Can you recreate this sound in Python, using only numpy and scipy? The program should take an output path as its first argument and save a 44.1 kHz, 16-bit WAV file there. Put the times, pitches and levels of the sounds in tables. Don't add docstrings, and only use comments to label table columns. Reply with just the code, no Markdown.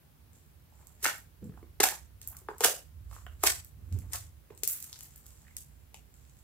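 import sys
import numpy as np
from scipy import signal
from scipy.fft import rfft, irfft, next_fast_len
from scipy.io import wavfile
from scipy.ndimage import uniform_filter1d

SR = 44100
rng = np.random.default_rng(int(sys.argv[2]) if len(sys.argv) > 2 else 0)


def magnitude_from_level(level_db):
    exponent = np.asarray(level_db, float) / 20
    return 10 ** exponent


def master(y):
    cut = np.clip(np.atleast_2d(y).T, -1, 1)
    pcm = np.round(cut * 32767)
    wavfile.write(sys.argv[1], SR, pcm.astype(np.int16))


N = 283562


def unit(x):
    return x / np.sqrt(np.mean(x ** 2, axis=-1, keepdims=True) + 1e-20)


def along(points, hz):
    f, v = np.transpose(points)
    return np.interp(np.log(hz + 1), np.log(f + 1), v)


def curve(rows, column, s):
    return np.interp(s, np.transpose(rows)[0], np.transpose(rows)[column])


def noise(spectrum, alike):
    m = next_fast_len(N)
    gain = magnitude_from_level(along(spectrum, np.fft.rfftfreq(m, 1 / SR)))
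    a, b = unit(irfft(rfft(rng.standard_normal((2, m))) * gain, m)[:, :N])
    turn = np.arccos(np.clip(alike, 0, 1)) / 2
    return np.cos(turn) * a + np.sin(turn) * np.array([b, -b])


def place(s, sounds, pan_db):
    start = np.round(np.clip(s, 0, None) * SR).astype(int)
    at = start[:, None] + np.arange(sounds.shape[-1])
    gains = magnitude_from_level(np.array([pan_db, -pan_db]) / 2)
    return np.array([np.bincount(at.ravel(), (g[:, None] * sounds[:, c]).ravel(), N + SR)[:N]
                     for c, g in enumerate(gains)])


def bursts(s, db, bright_db_oct, pan_db, t60_s, ring_db):
    # (frequency [Hz], relative level [dB])
    film = [(800, -17.5), (2000, -7), (4000, -4.5), (5500, -1.5), (7500, 1.5), (9500, -1), (12000, -1),
            (15500, -1.5), (16600, -35.5), (19000, -69)]
    t, hz = np.arange(-64, 448) / SR, np.fft.rfftfreq(512, 1 / SR)
    raw = rng.standard_normal((len(s), 3, len(t)))
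    rattle = (raw[:, :1] + raw[:, 1:]) * magnitude_from_level(-60 * t / t60_s) * (t > 0)
    click = 3 * (t == 0)
    spectrum = rfft(rattle + click)
    spectrum = spectrum / np.sqrt(uniform_filter1d(abs(spectrum) ** 2, size=9) + 1e-9)
    octaves = np.log2(np.clip(hz, 1500, 15000) / 8000)
    tilt_db = bright_db_oct[:, None, None] * octaves
    tilt_db = tilt_db + ring_db / (1 + ((hz - 7500) / 900) ** 2)
    lag_s = np.array([[0], [.00007]])
    lag = np.exp(-2j * np.pi * hz * lag_s)
    pair = irfft(spectrum * magnitude_from_level(along(film, hz) + tilt_db) * lag)
    size = np.sqrt(np.sum(pair ** 2, axis=(1, 2), keepdims=True) / (.002 * SR))
    return place(s + t[0], magnitude_from_level(db)[:, None, None] * pair / size, pan_db)


def pockets(s, db, hz, cycles, pan_db, rise, rough):
    turns = hz[:, None] * np.arange(1400) / SR
    age = turns / np.clip(cycles, 2, 40)[:, None]
    ring = np.sin(2 * np.pi * turns * (1 + rise * (np.minimum(age, 1) - .15)))
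    flutter = unit(uniform_filter1d(rng.standard_normal(turns.shape), size=40))
    decay = magnitude_from_level(db[:, None] - 60 * age)
    onset = (1 - np.exp(-turns / 0.25)) ** 2
    ring = ring * (1 + rough * flutter) * decay * onset
    later = np.roll(ring, shift=3, axis=1)
    return place(s, np.stack([ring, later], axis=1), pan_db)


def snaps():
    # (time [s], level over 1 ms [dB], brightness [dB/octave], left over right [dB])
    films = [(0.332, -55.5, 8, 7), (0.8704, -46.5, 6, -12.5), (1.0633, -20, -8, 1), (1.0715, -26, -7, -2),
             (1.158, -41, 6, 0.5), (1.1821, -41.5, 14, -1.5), (1.4429, -51.5, 7, -4),
             (1.8028, -16.5, -3.5, -1.5), (1.8059, -15.5, -5.5, 1.5), (1.8328, -17, 7, -6),
             (1.8394, -16, 3.5, -1.5), (1.8461, -29, 9, 1.5), (1.8877, -23, -1, -4), (2.2157, -38.5, 1, -2),
             (2.2749, -26, 16, -3.5), (2.3683, -37.5, 5.5, -0.5), (2.5825, -40, 8, 1),
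             (2.6071, -23.5, -0.5, 1.5), (2.646, -12.5, 4.5, -2), (2.652, -24, 2.5, -1.5),
             (2.666, -33.5, 2, 0), (2.684, -26, 0.5, 1.5), (3.2651, -54, 19, -6.5), (3.434, -20, 9.5, 2.5),
             (3.437, -17.5, 3, 1.5), (3.4378, -19.5, 3, -1), (3.4729, -15.5, -2, -1.5),
             (3.6474, -40.5, 11.5, -1), (3.9257, -43.5, -2, 0.5), (3.9887, -42, 4.5, -3.5),
             (4.133, -28, 0, 3), (4.135, -26.5, 1, 0.5), (4.158, -31, -2, -1), (4.5766, -44, 2.5, -2),
             (4.6348, -19.5, 1.5, 4.5), (4.676, -15, 10, -3), (4.803, -36, 8, -1.5), (4.826, -34, 6.5, -12),
             (4.8421, -37.5, 6, 9.5), (4.929, -40, 1, 1.5), (4.9902, -41, 5, 4.5), (5.008, -38, 0.5, 4),
             (5.0267, -46, 1.5, -6), (5.031, -43, 11, 0.5), (5.0347, -38.5, 16, 0.5), (5.1603, -42, 11, 3),
             (5.178, -46, 18, 3.5), (5.2653, -42, 5.5, -2.5), (5.5674, -28.5, 3.5, -0.5),
             (5.9436, -41, -1.5, 2.5), (6.141, -51.5, 0, 1), (6.297, -55, -4, -0.5)]
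    s, db, bright_db_oct, pan_db = np.transpose(films)
    ring_db = 3.5 + np.clip(-.8 * (db + 42), 0, 12)[:, None, None]
    return bursts(s, db, bright_db_oct, pan_db, t60_s=0.005, ring_db=ring_db)


def plops():
    # (time [s], level [dB], nominal pitch [Hz], ringing [cycles, held to 2..40])
    openings = [(0.7235, -51, 826, 8.8), (1.0309, -41, 390, 11), (1.045, -19.5, 1680, 10.4),
                (1.0541, -13, 1485, 14.9), (1.0564, -14, 1820, 13), (1.063, -30.5, 343, 6.8),
                (1.0635, -24.5, 860, 8.9), (1.0646, -15.5, 2800, 11), (1.067, -19.5, 1780, 11.9),
                (1.1416, -29, 1300, 4.2), (1.154, -42, 1390, 4.2), (1.522, -53, 1250, 11),
                (1.54, -51.5, 1600, 12), (1.5745, -49, 762, 12), (1.576, -49, 1200, 16),
                (1.627, -38, 331, 7.7), (1.8005, -22, 800, 16), (1.8008, -20.5, 1820, 11.6),
                (1.8019, -14.5, 404, 9.6), (1.8141, -22.5, 1117, 17), (1.833, -16.5, 1580, 20.6),
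                (1.836, -11.5, 814, 13.4), (1.8387, -10.5, 2400, 10.7), (1.8522, -16, 870, 9.2),
                (1.869, -27, 810, 7.5), (1.887, -22, 1770, 13.5), (1.923, -30, 876, 12),
                (2.3286, -49.5, 1120, 54), (2.4153, -51.5, 375, 18), (2.4862, -24, 1144, 11.6),
                (2.4868, -29, 780, 9.5), (2.4875, -26, 420, 8.87), (2.6085, -28.5, 2850, 27),
                (2.6065, -24.5, 734, 9.9), (2.608, -29, 1265, 15), (2.6082, -22, 467, 13.7),
                (2.638, -18.5, 1490, 8.1), (2.645, -13, 1610, 10.5), (2.6466, -19.5, 780, 12.5),
                (2.65, -20, 445, 9.5), (2.6445, -18, 2870, 26), (2.652, -13.5, 730, 11.9),
                (2.683, -24.5, 583, 11), (2.739, -29.5, 590, 6.6), (3.113, -40.5, 1094, 17.6),
                (3.128, -41, 1210, 11.3), (3.164, -40.5, 1170, 14), (3.184, -46.5, 1130, 18),
                (3.2655, -31.5, 1530, 10.4), (3.266, -41, 2900, 18), (3.2665, -42.5, 693, 11),
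                (3.436, -25, 385, 15.6), (3.4354, -20.5, 1123, 18), (3.4364, -24, 2170, 15),
                (3.4365, -19, 754, 17.5), (3.466, -25.5, 720, 8.5), (3.4693, -17, 1560, 11),
                (3.4721, -16.5, 1790, 12.7), (3.4725, -15, 7600, 28), (4.1232, -32, 8200, 22),
                (4.134, -33, 2000, 13), (4.147, -35, 1093, 11), (4.1492, -35, 700, 8),
                (4.166, -38, 1520, 8.6), (4.5035, -50.5, 2200, 11), (4.503, -37.5, 1098, 6),
                (4.5044, -36.5, 405, 9.3), (4.5501, -42, 8200, 25), (4.6318, -35, 410, 7.9),
                (4.6754, -35, 2525, 19), (4.929, -29, 5900, 14), (4.9293, -31, 4400, 14),
                (5.45, -60, 1803, 23), (5.468, -52, 1890, 38), (5.482, -48.5, 2000, 29),
                (5.51, -52.5, 2110, 21), (5.9445, -39, 2800, 14), (5.9427, -43, 794, 10.7)]
    pan_db = rng.normal(-1.1, 4.42, len(openings))
    return pockets(*np.transpose(openings), pan_db=pan_db, rise=0.012, rough=0.44)


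def rips(count=11):
    # (start [s], length [s], final mean level [dB], mean brightness [dB/octave])
    sheets = [(1.026, 0.014, -34, 3), (1.041, 0.0079, -24.5, -0.5), (1.83, .011, -18.5, -1),
              (2.637, .013, -16.5, -2), (3.463, .011, -19.5, -2), (4.677, 0.06, -29, 13)]
    at, length, db, bright_db_oct = np.transpose(sheets)[..., None]
    u, g = rng.random((len(sheets), count)), rng.standard_normal((len(sheets), count, 3))
    step = np.arange(count)
    s = at + length * (step + .8 * u) / count
    level_db = db - 6.0 * (1 - step / count) ** 2 + 1.3 * g[..., 0]
    rows = s, level_db, bright_db_oct + 3 * g[..., 1], -1.5 + 4 * g[..., 2]
    return bursts(*(r.ravel() for r in rows), t60_s=0.005, ring_db=2.5)


def swell(s, at, rise_s, fade_s, hold_s=0):
    late = s - np.reshape(at, (-1, 1))
    rise, fade, hold = (np.reshape(v, (-1, 1)) for v in (rise_s, fade_s, hold_s))
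    return -20 * (np.maximum(-late, 0) / rise + np.maximum(late - hold, 0) / fade)


def kneading(s):
    # (peak time [s], fizz drive [dB], squelch drive [dB], pitch [Hz], fade per 20 dB [s])
    presses = [(.35, -66, -76, 893, 0.1), (.8, -68.5, -62.5, 1118, 0.26), (1.57, -72, -62, 1240, 0.05),
               (2.24, -59, -65.5, 1484, 0.11), (2.33, -66, -59, 1109, 0.14), (2.5, -72, -54, 901, 0.03),
               (3.13, -54, -57, 1287, 0.14), (3.95, -64.5, -57, 1593, 0.22), (4.515, -72, -55.5, 950, 0.03),
               (4.7, -47, -86.5, 1970, 0.21), (4.95, -62, -66, 1246, 0.64), (5.3, -66, -81, 1500, 0.5),
               (5.479, -60, -69.5, 1980, 0.0031), (6.2, -67.5, -89, 1490, 0.43)]
    # (time of letting go [s], fizz drive [dB], squelch drive [dB])
    pulls = [(1.062, -31, -36.5), (2.638, -33, -38), (3.465, -26.5, -68.5), (4.155, -35, -38)]
    swell_share, rest_db = .35, -88
    pull_s, let_go_s, pull_hz = .035, .01, 1350
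    at, fizz_db, wet_db, hz, fade = np.transpose(presses)
    pull_at, pull_fizz_db, pull_wet_db = np.transpose(pulls)
    shape_db = np.vstack([swell(s, at, swell_share * fade, fade), swell(s, pull_at, pull_s, let_go_s)])
    fizzing = magnitude_from_level(shape_db + np.r_[fizz_db, pull_fizz_db][:, None])
    wet = magnitude_from_level(shape_db + np.r_[wet_db, pull_wet_db][:, None])
    pitch_hz = np.r_[hz, pull_hz + 0 * pull_at][wet.argmax(axis=0)]
    return *(20 * np.log10(g.sum(axis=0) + magnitude_from_level(rest_db)) for g in (fizzing, wet)), pitch_hz


def fizz(count=5000):
    u, g = rng.random((count, 2)), rng.standard_normal((count, 2))
    t = np.arange(0, N, 32) / SR
    crowd = magnitude_from_level(.3 * kneading(t)[0])
    s = np.interp(u[:, 0], np.cumsum(crowd) / np.sum(crowd), t)
    effort_db = kneading(s)[0]
    db = 0.87 * effort_db - 13.5 - 2.495 * np.log(u[:, 1] + 0.016)
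    ring_db = np.clip(-.45 * (effort_db + 44.5), 0, 14)
    db = db - .2 * ring_db * (np.log(u[:, 1] + .002) + 2)
    bright_db_oct, pan_db = -.5 + 4 * g[:, 0], -1.5 + 4 * g[:, 1]
    return bursts(s, db, bright_db_oct, pan_db, t60_s=0.0021, ring_db=ring_db[:, None, None])


def squelch(count=1800):
    u, g = rng.random((count, 2)), rng.standard_normal((count, 2))
    s = u[:, 0] * N / SR
    _, wet_db, hole_hz = kneading(s)
    db = wet_db - 3.4 * np.log(u[:, 1] + 0.019)
    hz = hole_hz * np.exp(0.37 * g[:, 0])
    return pockets(s, db, hz, 12 + 0 * s, 4 * g[:, 1], rise=0.092, rough=0.14)


def room(x, size=1764):
    # (frequency [Hz], t60 [s])
    decay = [(200, 0.25), (1400, 0.26), (3700, 0.27), (9700, 0.27), (16000, 0.26)]
    # (delay [s], level [dB])
    walls = [(.0023, -17), (.0047, -19.5), (.0068, -18), (.05, -20)]
    hold_s = 0.016
    parts = np.pad(x, ((0, 0), (0, -N % size))).reshape(2, -1, size)
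    hz, t, z = signal.stft(rng.standard_normal((2, parts.shape[1], SR // 2)), SR, nperseg=256)
    alike = 1 / (1 + (hz[:, None] / 300) ** 2)
    z = np.sqrt(alike) * z[:1] + np.sqrt(1 - alike) * z[::-1]
    fade = magnitude_from_level(-60 * np.maximum(t - hold_s, 0) / along(decay, hz)[:, None])
    less_bass = (hz / (hz + 250))[:, None]
    tails = signal.istft(z * fade * less_bass, SR, nperseg=256)[1]
    tails = tails * (1 - np.exp(-np.arange(tails.shape[-1]) / SR / 0.00046))
    lumps = uniform_filter1d(rng.standard_normal(tails.shape[1:]), size=130)
    tails = tails * magnitude_from_level(3.2 * unit(lumps))
    tails = magnitude_from_level(-1.5) * tails / np.linalg.norm(tails, axis=-1, keepdims=True)
    for s, db in walls:
        tails[..., round(s * SR)] += magnitude_from_level(db)
    wet, out = signal.fftconvolve(parts, tails, axes=-1), np.zeros((2, N + SR))
    for k in range(parts.shape[1]):
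        out[:, k * size:][:, :wet.shape[-1]] += wet[:, k]
    return out[:, :N]


def table():
    # (time [s], rumble ahead of port gains [dB], part in the upper mode [dB])
    lean = [(0, -61, -13), (.36, -60.5, -2.5), (.9, -57, -6.5), (1.36, -57, -9), (1.7, -53, -4.5),
            (1.9, -58, -10.5), (2.27, -53, -5.5), (2.72, -63, -4.5), (3.06, -43.5, -9), (3.19, -52.5, -5),
            (3.27, -46, -9), (3.6, -53.5, -1.5), (4.05, -46, -3), (4.3, -53, -2), (4.75, -62, -4.5),
            (5.5, -56, -8), (6.43, -60, -7)]
    # (frequency [Hz], relative density [dB per Hz])
    modes = [
        [(20, -24), (40, -3.5), (62, 9.5), (80, 2), (120, -30), (170, -89.5)],
        [(55, -35.5), (75, 8), (90, 9), (105, 7.5), (140, -21), (200, -90)],
    ]
    # (frequency [Hz], relative density [dB per Hz])
    thud_spectrum = [(70, -17.5), (120, 3), (220, 1.5), (330, -8), (480, -12), (600, -30), (900, -61.5)]
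    # (time [s], hold [s], thud [dB], upper-mode knock ahead of port gains [dB])
    landings = [(1.429, 0.051, -44, -53), (3.771, 0.069, -65, -56), (3.921, 0.047, -46.5, -35.5)]
    land_s, settle_s, knock_s = 0.02, 0.13, 0.063
    t = np.arange(N) / SR
    upper = np.clip(magnitude_from_level(curve(lean, 2, t)), 0, .98)
    low, high = (noise(mode, alike=0.84) for mode in modes)
    weight = magnitude_from_level(curve(lean, 1, t))
    at, hold, thud_db, knock_db = np.transpose(landings)
    thud = magnitude_from_level(thud_db) @ magnitude_from_level(swell(t, at, land_s, settle_s, hold))
    thud = thud * magnitude_from_level(3.3 * unit(uniform_filter1d(rng.standard_normal(N), size=700)))
    knock = magnitude_from_level(knock_db) @ magnitude_from_level(swell(t, at, land_s, knock_s, hold))
    lower_rumble = weight * np.sqrt(1 - upper ** 2) * low * magnitude_from_level([[-1.5], [1.5]])
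    upper_rumble = (weight * upper + knock) * high
    deep = (lower_rumble + upper_rumble) * magnitude_from_level([[-2.6], [2.2]])
    return deep + thud * noise(thud_spectrum, alike=0.85)


def hum():
    # (frequency [Hz], relative level [dB])
    hum_spectrum = [(60, -55), (110, -15.5), (147, -7.5), (180, -18.5), (230, -20.5), (400, -34),
                    (1000, -64.5)]
    return magnitude_from_level(-66.0) * noise(hum_spectrum, alike=.9)


def hiss():
    # (frequency [Hz], relative level [dB])
    hiss_spectrum = [(320, -7), (640, -12.5), (1130, -15), (8000, -24.5), (12500, -18), (15700, -18.5),
                     (16300, -34.5), (17000, -91)]
    return magnitude_from_level(-66.0) * noise(hiss_spectrum, alike=0)


def scene():
    small = signal.butter(N=3, Wn=260, btype="high", fs=SR, output="sos")
    slime = signal.sosfilt(small, snaps() + plops() + rips() + fizz() + squelch())
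    return slime + room(slime) + table() + hum()


def roll_off(x):
    return signal.sosfilt(signal.butter(12, 17100, fs=SR, output="sos"), x)


def record(dry):
    band = signal.butter(N=4, Wn=(51.94, 14600), btype="band", fs=SR, output="sos")
    x = signal.sosfilt(band, dry) + hiss()
    x = x / (1 + abs(x / .72) ** 4) ** (1 / 4)
    lowpass = signal.butter(N=12, Wn=16800, fs=SR, output="sos")
    x = signal.sosfiltfilt(lowpass, x)
    return roll_off(x)


dry = scene()
out = record(dry)
master(out)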